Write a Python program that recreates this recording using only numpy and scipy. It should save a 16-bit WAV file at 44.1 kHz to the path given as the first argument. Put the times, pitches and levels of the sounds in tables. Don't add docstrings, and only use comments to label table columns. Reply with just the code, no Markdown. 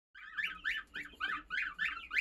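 import sys
import numpy as np
from scipy import signal
from scipy.fft import rfft, irfft, next_fast_len
from scipy.io import wavfile
from scipy.ndimage import uniform_filter1d

SR = 44100
rng = np.random.default_rng(int(sys.argv[2]) if len(sys.argv) > 2 else 0)


def generate_wav(sig):
    pcm = np.round(np.clip(np.atleast_2d(sig).T, -1, 1) * 32767).astype(np.int16)
    wavfile.write(sys.argv[1], SR, pcm)


N = 97108


def amp(db):
    return 10 ** (np.asarray(db) / 20)


def unit(x):
    return x / np.sqrt(np.mean(x ** 2) + 1e-20)


def along(points, hz):
    point_hz, value = np.transpose(points)
    return np.interp(np.log(hz + 1), np.log(point_hz + 1), value)


def curve(rows):
    return np.interp(np.arange(N) / SR, *np.transpose(rows))


def wobble(rate):
    knots = rng.standard_normal(int(N * rate / SR) + 2)
    position = np.arange(N) * rate / SR
    before = position.astype(int)
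    ease = (1 - np.cos(np.pi * (position % 1))) / 2
    return knots[before] * (1 - ease) + knots[before + 1] * ease


def filtered(x, response):
    size = next_fast_len(N + SR // 2)
    return irfft(rfft(x, size) * response(np.fft.rfftfreq(size, 1 / SR)), size)[..., :N]


def coloured(x, points):
    shape = [(points[0][0] / 3, -60)] + list(points)
    return filtered(x, lambda hz: amp(along(shape, hz)))


def narrow(hz, width):
    return unit(filtered(rng.standard_normal(N), lambda f: 1 / (1 + ((f - hz) / width) ** 2)))


def whistle(rows, overtone_db, bright_db=0):
    # frequency in Hz, gain in dB.
    beak = [(700, 3.5), (1500, -0.5), (3000, 3), (4000, -7), (5500, -15.5), (7000, -8), (9000, -18),
            (12000, 6)]
    attack_s, release_s = 0.0031, 0.0045
    jitter = 0.01197
    strain_hz, strain_jitter = 1698, 3
    shimmer_db, flutter_per_s = 2.5, 130
    fall_dull_db = 6.5

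    s, hz, db = np.transpose(rows)
    on = slice(int(s[0] * SR), min(N, int((s[-1] + release_s) * SR)))
    t = np.arange(N)[on] / SR
    glide = uniform_filter1d(np.interp(t, s, hz), size=200, mode="nearest")
    strain = np.log2(np.maximum(glide / strain_hz, 1))
    pitch = glide * (1 + jitter * (1 + strain_jitter * strain) * wobble(150)[on])
    phase = 2 * np.pi * np.cumsum(pitch) / SR

    falling = np.clip(-np.gradient(np.log(glide)) * SR / 5, 0, 1)
    upper_db = bright_db - fall_dull_db * falling + shimmer_db * wobble(flutter_per_s)[on]
    tone = np.zeros(len(t))
    for k, level_db in enumerate(overtone_db, 1):
        gain = amp(level_db + along(beak, k * pitch) + (k > 1) * upper_db)
        tone += gain * np.sin(k * phase) * (k * pitch < SR / 2)

    fade_in = (t - s[0]) / attack_s
    fade_out = (s[-1] - t) / release_s + 1
    edge = np.clip(np.minimum(fade_in, fade_out), 0, 1)
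    loud = amp(np.interp(t, s, db) + shimmer_db * wobble(flutter_per_s)[on]) * edge
    out = np.zeros((2, N))
    out[:, on] = loud * tone, loud
    return out


def birds():
    # time in seconds, pitch in Hz, level in dB before the beak shapes it.
    gosling_calls = [
        [(.146, 1430, -60), (.16, 1593, -54), (.175, 1673, -52.5), (.186, 2350, -61), (.205, 2400, -65.5),
         (.225, 1800, -59.5), (.24, 1350, -54.5)],
        [(.17, 1150, -66.5), (.2, 1400, -64), (.26, 1656, -55.5), (.3, 1953, -60), (.33, 1780, -60.5),
         (.36, 1360, -52), (.375, 1197, -49.5)],
        [(.19, 1218, -69), (.26, 1258, -64.5), (.31, 1322, -73), (.33, 1282, -54.5)],
        [(.365, 1337, -56.5), (.385, 1698, -39), (.425, 1865, -44), (.45, 2766, -43.5), (.475, 2947, -53.5),
         (.49, 2540, -54.5), (.5, 1647, -45), (.53, 1432, -54)],
        [(.425, 1889, -74), (.455, 1705, -45), (.475, 1301, -53), (.52, 1266, -71), (.56, 1277, -53),
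         (.62, 1185, -91)],
        [(.64, 1250, -53), (.66, 1597, -40), (.69, 1850, -39), (.72, 2770, -46), (.75, 2983, -49.5),
         (.765, 2357, -59.5), (.78, 1587, -42), (.81, 1490, -74), (.84, 1230, -79)],
        [(.655, 1234, -58), (.7, 1550, -61.5), (.74, 1750, -53), (.765, 1790, -47), (.785, 1303, -51.5),
         (.81, 1153, -63.5)],
        [(.936, 1250, -61), (.96, 1606, -42), (.995, 1975, -47), (1.005, 2391, -49), (1.015, 2503, -87),
         (1.03, 2283, -88), (1.05, 1654, -46.5), (1.065, 1186, -57)],
        [(1.2, 1097, -56.5), (1.225, 1407, -37.5), (1.25, 1596, -43), (1.27, 1512, -55), (1.295, 1800, -48.5),
         (1.32, 1412, -38.5), (1.34, 1178, -44.5), (1.37, 1315, -48.5), (1.39, 1236, -68.5)],
        [(1.22, 1057, -61.5), (1.25, 1184, -57), (1.29, 1267, -59)],
        [(1.275, 1500, -45.5), (1.3, 1860, -48), (1.33, 2100, -57.5), (1.36, 1900, -52.5), (1.39, 1402, -56.5),
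         (1.41, 1157, -76), (1.45, 1285, -92)],
        [(1.502, 1200, -52), (1.52, 1416, -45), (1.57, 1656, -35), (1.585, 1977, -46), (1.6, 2500, -46.5),
         (1.63, 2550, -60.5), (1.642, 2183, -60), (1.652, 1696, -44), (1.668, 1487, -42.5), (1.69, 1304, -50),
         (1.72, 1117, -54)],
        [(1.575, 2012, -38), (1.59, 2572, -53.5), (1.608, 2880, -58.5), (1.618, 1832, -41), (1.63, 1350, -42.5),
         (1.7, 1311, -92.5), (1.75, 1208, -64)],
        [(1.785, 1420, -44), (1.81, 1704, -41), (1.84, 1855, -39), (1.86, 2560, -38), (1.875, 2963, -50),
         (1.89, 2734, -50.5), (1.905, 2190, -51.5), (1.92, 1566, -42.5), (1.94, 1503, -55)],
        [(1.81, 1255, -46.5), (1.85, 1808, -42), (1.87, 1840, -55), (1.885, 1295, -45), (1.9, 1095, -59.5),
         (1.93, 1313, -51.5)],
        [(1.95, 1353, -50.5), (1.98, 1338, -47.5), (2.02, 1283, -79), (2.05, 1210, -109)],
        [(2.105, 1195, -48), (2.15, 1613, -40.5), (2.175, 2113, -39), (2.19, 2630, -37.5), (2.205, 3060, -53)],
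    ]
    gosling_bright_db = [0.15, 0.1, 0.1, 0.1, 0.1, 0.13, 0.084, 0.14, 0.1, 9, 0.19, 0.1, 0.1, 0.1, 0.1,
                         0.074, 0.039]
    # time in seconds, pitch in Hz, level in dB before the beak.
    chick_peeps = [
        [(.32, 3200, -68), (.345, 2950, -67), (.36, 2550, -74.5)],
        [(.495, 3410, -54.5), (.52, 3205, -58.5), (.545, 3000, -73)],
        [(.775, 3417, -52), (.8, 3210, -67), (.83, 2970, -76)],
        [(.57, 3200, -56.5), (.6, 2850, -53.5), (.64, 2750, -60)],
        [(.86, 2850, -93), (.89, 2800, -126), (.93, 2800, -60)],
        [(.955, 2500, -49), (.98, 2650, -64), (1.0, 2700, -48.5)],
        [(1.035, 3600, -65), (1.055, 3250, -70), (1.075, 2900, -71)],
        [(1.085, 3000, -53), (1.1, 2700, -59.5), (1.12, 2300, -66)],
        [(1.12, 3400, -55), (1.135, 3100, -53.5), (1.155, 2800, -63)],
        [(1.235, 3710, -54.5), (1.25, 4000, -43), (1.265, 3550, -64)],
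        [(1.345, 3650, -71), (1.36, 3250, -56), (1.375, 2900, -58)],
        [(1.64, 3300, -71), (1.68, 2500, -75), (1.7, 2700, -86), (1.72, 2400, -73)],
        [(1.9, 3350, -56), (1.92, 3000, -75), (1.94, 2700, -67)],
        [(2.025, 2353, -55), (2.05, 2200, -57), (2.075, 2160, -64)],
        [(1.99, 3500, -52), (2.02, 2800, -49.5), (2.045, 2500, -49), (2.07, 2400, -65)],
    ]
    # time in seconds, pitch in Hz, level in dB before the beak.
    low_note = [(1.22, 697, -60), (1.25, 768, -49.5), (1.28, 770, -88)]
    gosling_overtone_db = [1, -10.5, -16.5, -27, -33, -80.5, -96]
    chick_overtone_db = [-6.5, -19, -37]
    # frequency in Hz, relative level in dB.
    breath_colour = [(2000, 11), (3000, -5.5), (4200, 12.5), (5500, -17.5), (7000, 8), (9000, -4),
                     (11000, -4.5), (12500, -26.5)]
    breath_db = -38.5

    goslings = sum(whistle(call, gosling_overtone_db, bright)
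                   for call, bright in zip(gosling_calls, gosling_bright_db))
    others = sum(whistle(call, chick_overtone_db) for call in chick_peeps + [low_note])
    tones, loud = goslings + others
    breath = unit(coloured(rng.standard_normal(N), breath_colour))
    return tones + amp(breath_db) * loud * breath


def straw():
    # time in seconds, level in dB.
    rustle_level = [(.15, -114), (.53, -100), (.55, -85), (.6, -102), (.65, -79), (.72, -68), (.8, -94),
                    (.865, -87), (.88, -72.5), (.93, -93), (.95, -67.5), (.98, -89), (1.0, -79),
                    (1.035, -64.5), (1.07, -96), (1.13, -85), (1.18, -68.5), (1.21, -82.5), (1.3, -72.5),
                    (1.4, -111), (1.48, -82), (1.5, -81.5), (1.55, -90), (1.7, -98), (1.75, -82),
                    (1.8, -79), (1.95, -106), (2.0, -90), (2.03, -79), (2.06, -82.5), (2.1, -97),
                    (2.14, -76), (2.2, -64)]
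    # frequency in Hz, relative level in dB.
    rustle_colour = [(2500, -21), (4500, 7), (5600, -28), (7000, 10.5), (9000, -14.5), (11000, 6.5),
                     (12500, 4)]
    # time in seconds, click level in dB before it is filtered.
    snap_rows = [(0.5494, -50), (0.8729, -41.5), (0.9453, -55), (1.0344, -42.5), (1.4935, -67),
                 (1.7455, -49), (1.9909, -65)]
    crackles_per_s, scatter_db, hiss = 1000, 1.5, 0.26

    hits = rng.random(N) < crackles_per_s / SR
    crackle = hits * rng.standard_normal(N) * amp(scatter_db * rng.exponential(size=N))
    grain = crackle + hiss * rng.standard_normal(N)
    rustle = unit(coloured(grain, rustle_colour)) * amp(curve(rustle_level))
    snaps = np.zeros(N)
    for s, db in snap_rows:
        snaps[round(s * SR)] = amp(db)
    return rustle + filtered(snaps, lambda hz: 1j * hz * 9000 / (7000 ** 2 - hz * hz + 1j * hz * 9000))


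def walls(x):
    # frequency in Hz, time to die away by 60 dB in seconds.
    decay = [(200, 0.18), (1200, 0.13), (2000, .15), (3200, 0.12), (8000, 0.083)]
    delay_s = 0.001974
    hz, t, z = signal.stft(rng.standard_normal(SR // 2), SR, nperseg=256)
    fading = z * amp(-60 * t / along(decay, hz)[:, None])
    tail = signal.istft(fading, SR, nperseg=256)[1]
    delayed = np.pad(x, (round(delay_s * SR), 0))
    return signal.fftconvolve(delayed, tail / np.linalg.norm(tail))[:N]


def steps():
    # start in seconds, level in dB before the rise and decay shape it.
    footfalls = [(.47, -62.5), (0.681, -69.5), (0.958, -53), (1.128, -56), (1.273, -52), (1.378, -63.5),
                 (1.52, -63), (1.8, -70.5), (1.959, -65), (2.128, -56.5)]
    # frequency in Hz, half-width in Hz, relative level in dB.
    box_modes = [(159, 25, -3.5), (250, 10, 7), (283, 13.6, -5), (402, 84, 11), (616, 17, 1.5),
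                 (702, 69, -15), (910, 67, 1)]
    rise_s, t60_s = 0.0073, 0.22

    t = np.arange(N) / SR
    shape = np.zeros(N)
    for s, db in footfalls:
        decay = amp(db - 60 * np.maximum(t - s, 0) / t60_s)
        shape += decay * np.clip((t - s) / rise_s, 0, 1)
    return shape * unit(sum(amp(db) * narrow(hz, width) for hz, width, db in box_modes))


def background():
    # frequency in Hz, relative level in dB.
    air_colour = [(25, -5.5), (40, -5), (80, -9), (110, -26.5), (135, -20), (230, -15), (450, -20.5),
                  (800, -29), (1300, -28.5), (2800, -30), (3800, -40), (7000, -52), (12000, -59)]
    # frequency in Hz, half-width in Hz, level in dB before waver and fade.
    hum_bands = [(47.2, 14.8, -69.5)]
    murmur_bands = [(1267, 120, -85.5), (2860, 60, -86.5)]
    # time in seconds, gain in dB.
    fade_in = [(.146, -12), (.25, -7.5), (.4, 1), (.5, 4.5)]
    # frequency in Hz, half-width in Hz.
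    drone_bands = [(172, 17), (297, 8.7)]
    # time in seconds, lower drone's level in dB, upper drone's level in dB.
    drone_levels = np.array([(0.15, -99, -92), (0.57, -62, -67), (0.66, -87.5, -72), (0.94, -74, -71.5),
                             (0.99, -58, -61.5), (1.21, -85, -72), (1.28, -83, -62.5), (1.31, -61.5, -73),
                             (1.39, -73.5, -58.5), (1.47, -78.5, -78), (1.53, -66.5, -66), (1.62, -87, -86),
                             (1.67, -75.5, -68.5), (1.83, -61.5, -95), (1.91, -100, -67.5),
                             (1.99, -77, -69.5), (2.14, -87, -74), (2.2, -76, -97)])
    air_db = -72

    air = amp(air_db + 0.88 * wobble(6.41)) * unit(coloured(rng.standard_normal(N), air_colour))
    bands = sum(amp(db + 2.8 * wobble(6.04)) * narrow(hz, width)
                for hz, width, db in hum_bands + murmur_bands)
    drones = sum(amp(curve(drone_levels[:, [0, k]])) * narrow(hz, width)
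                 for k, (hz, width) in enumerate(drone_bands, 1))
    return (air + bands) * amp(curve(fade_in)) + drones


def scene():
    wall_db = 3
    near = birds() + straw()
    return (near + amp(wall_db) * walls(near) + steps() + background())[None]


def record(dry):
    start_s = 0.146
    top_hz, leak_db, end_hz = 12000, -36, 15200
    on = dry * (np.arange(N) >= start_s * SR)
    return filtered(on, lambda hz: np.where(hz < top_hz, 1, amp(leak_db) * (hz < end_hz)))


dry = scene()
out = record(dry)
generate_wav(out)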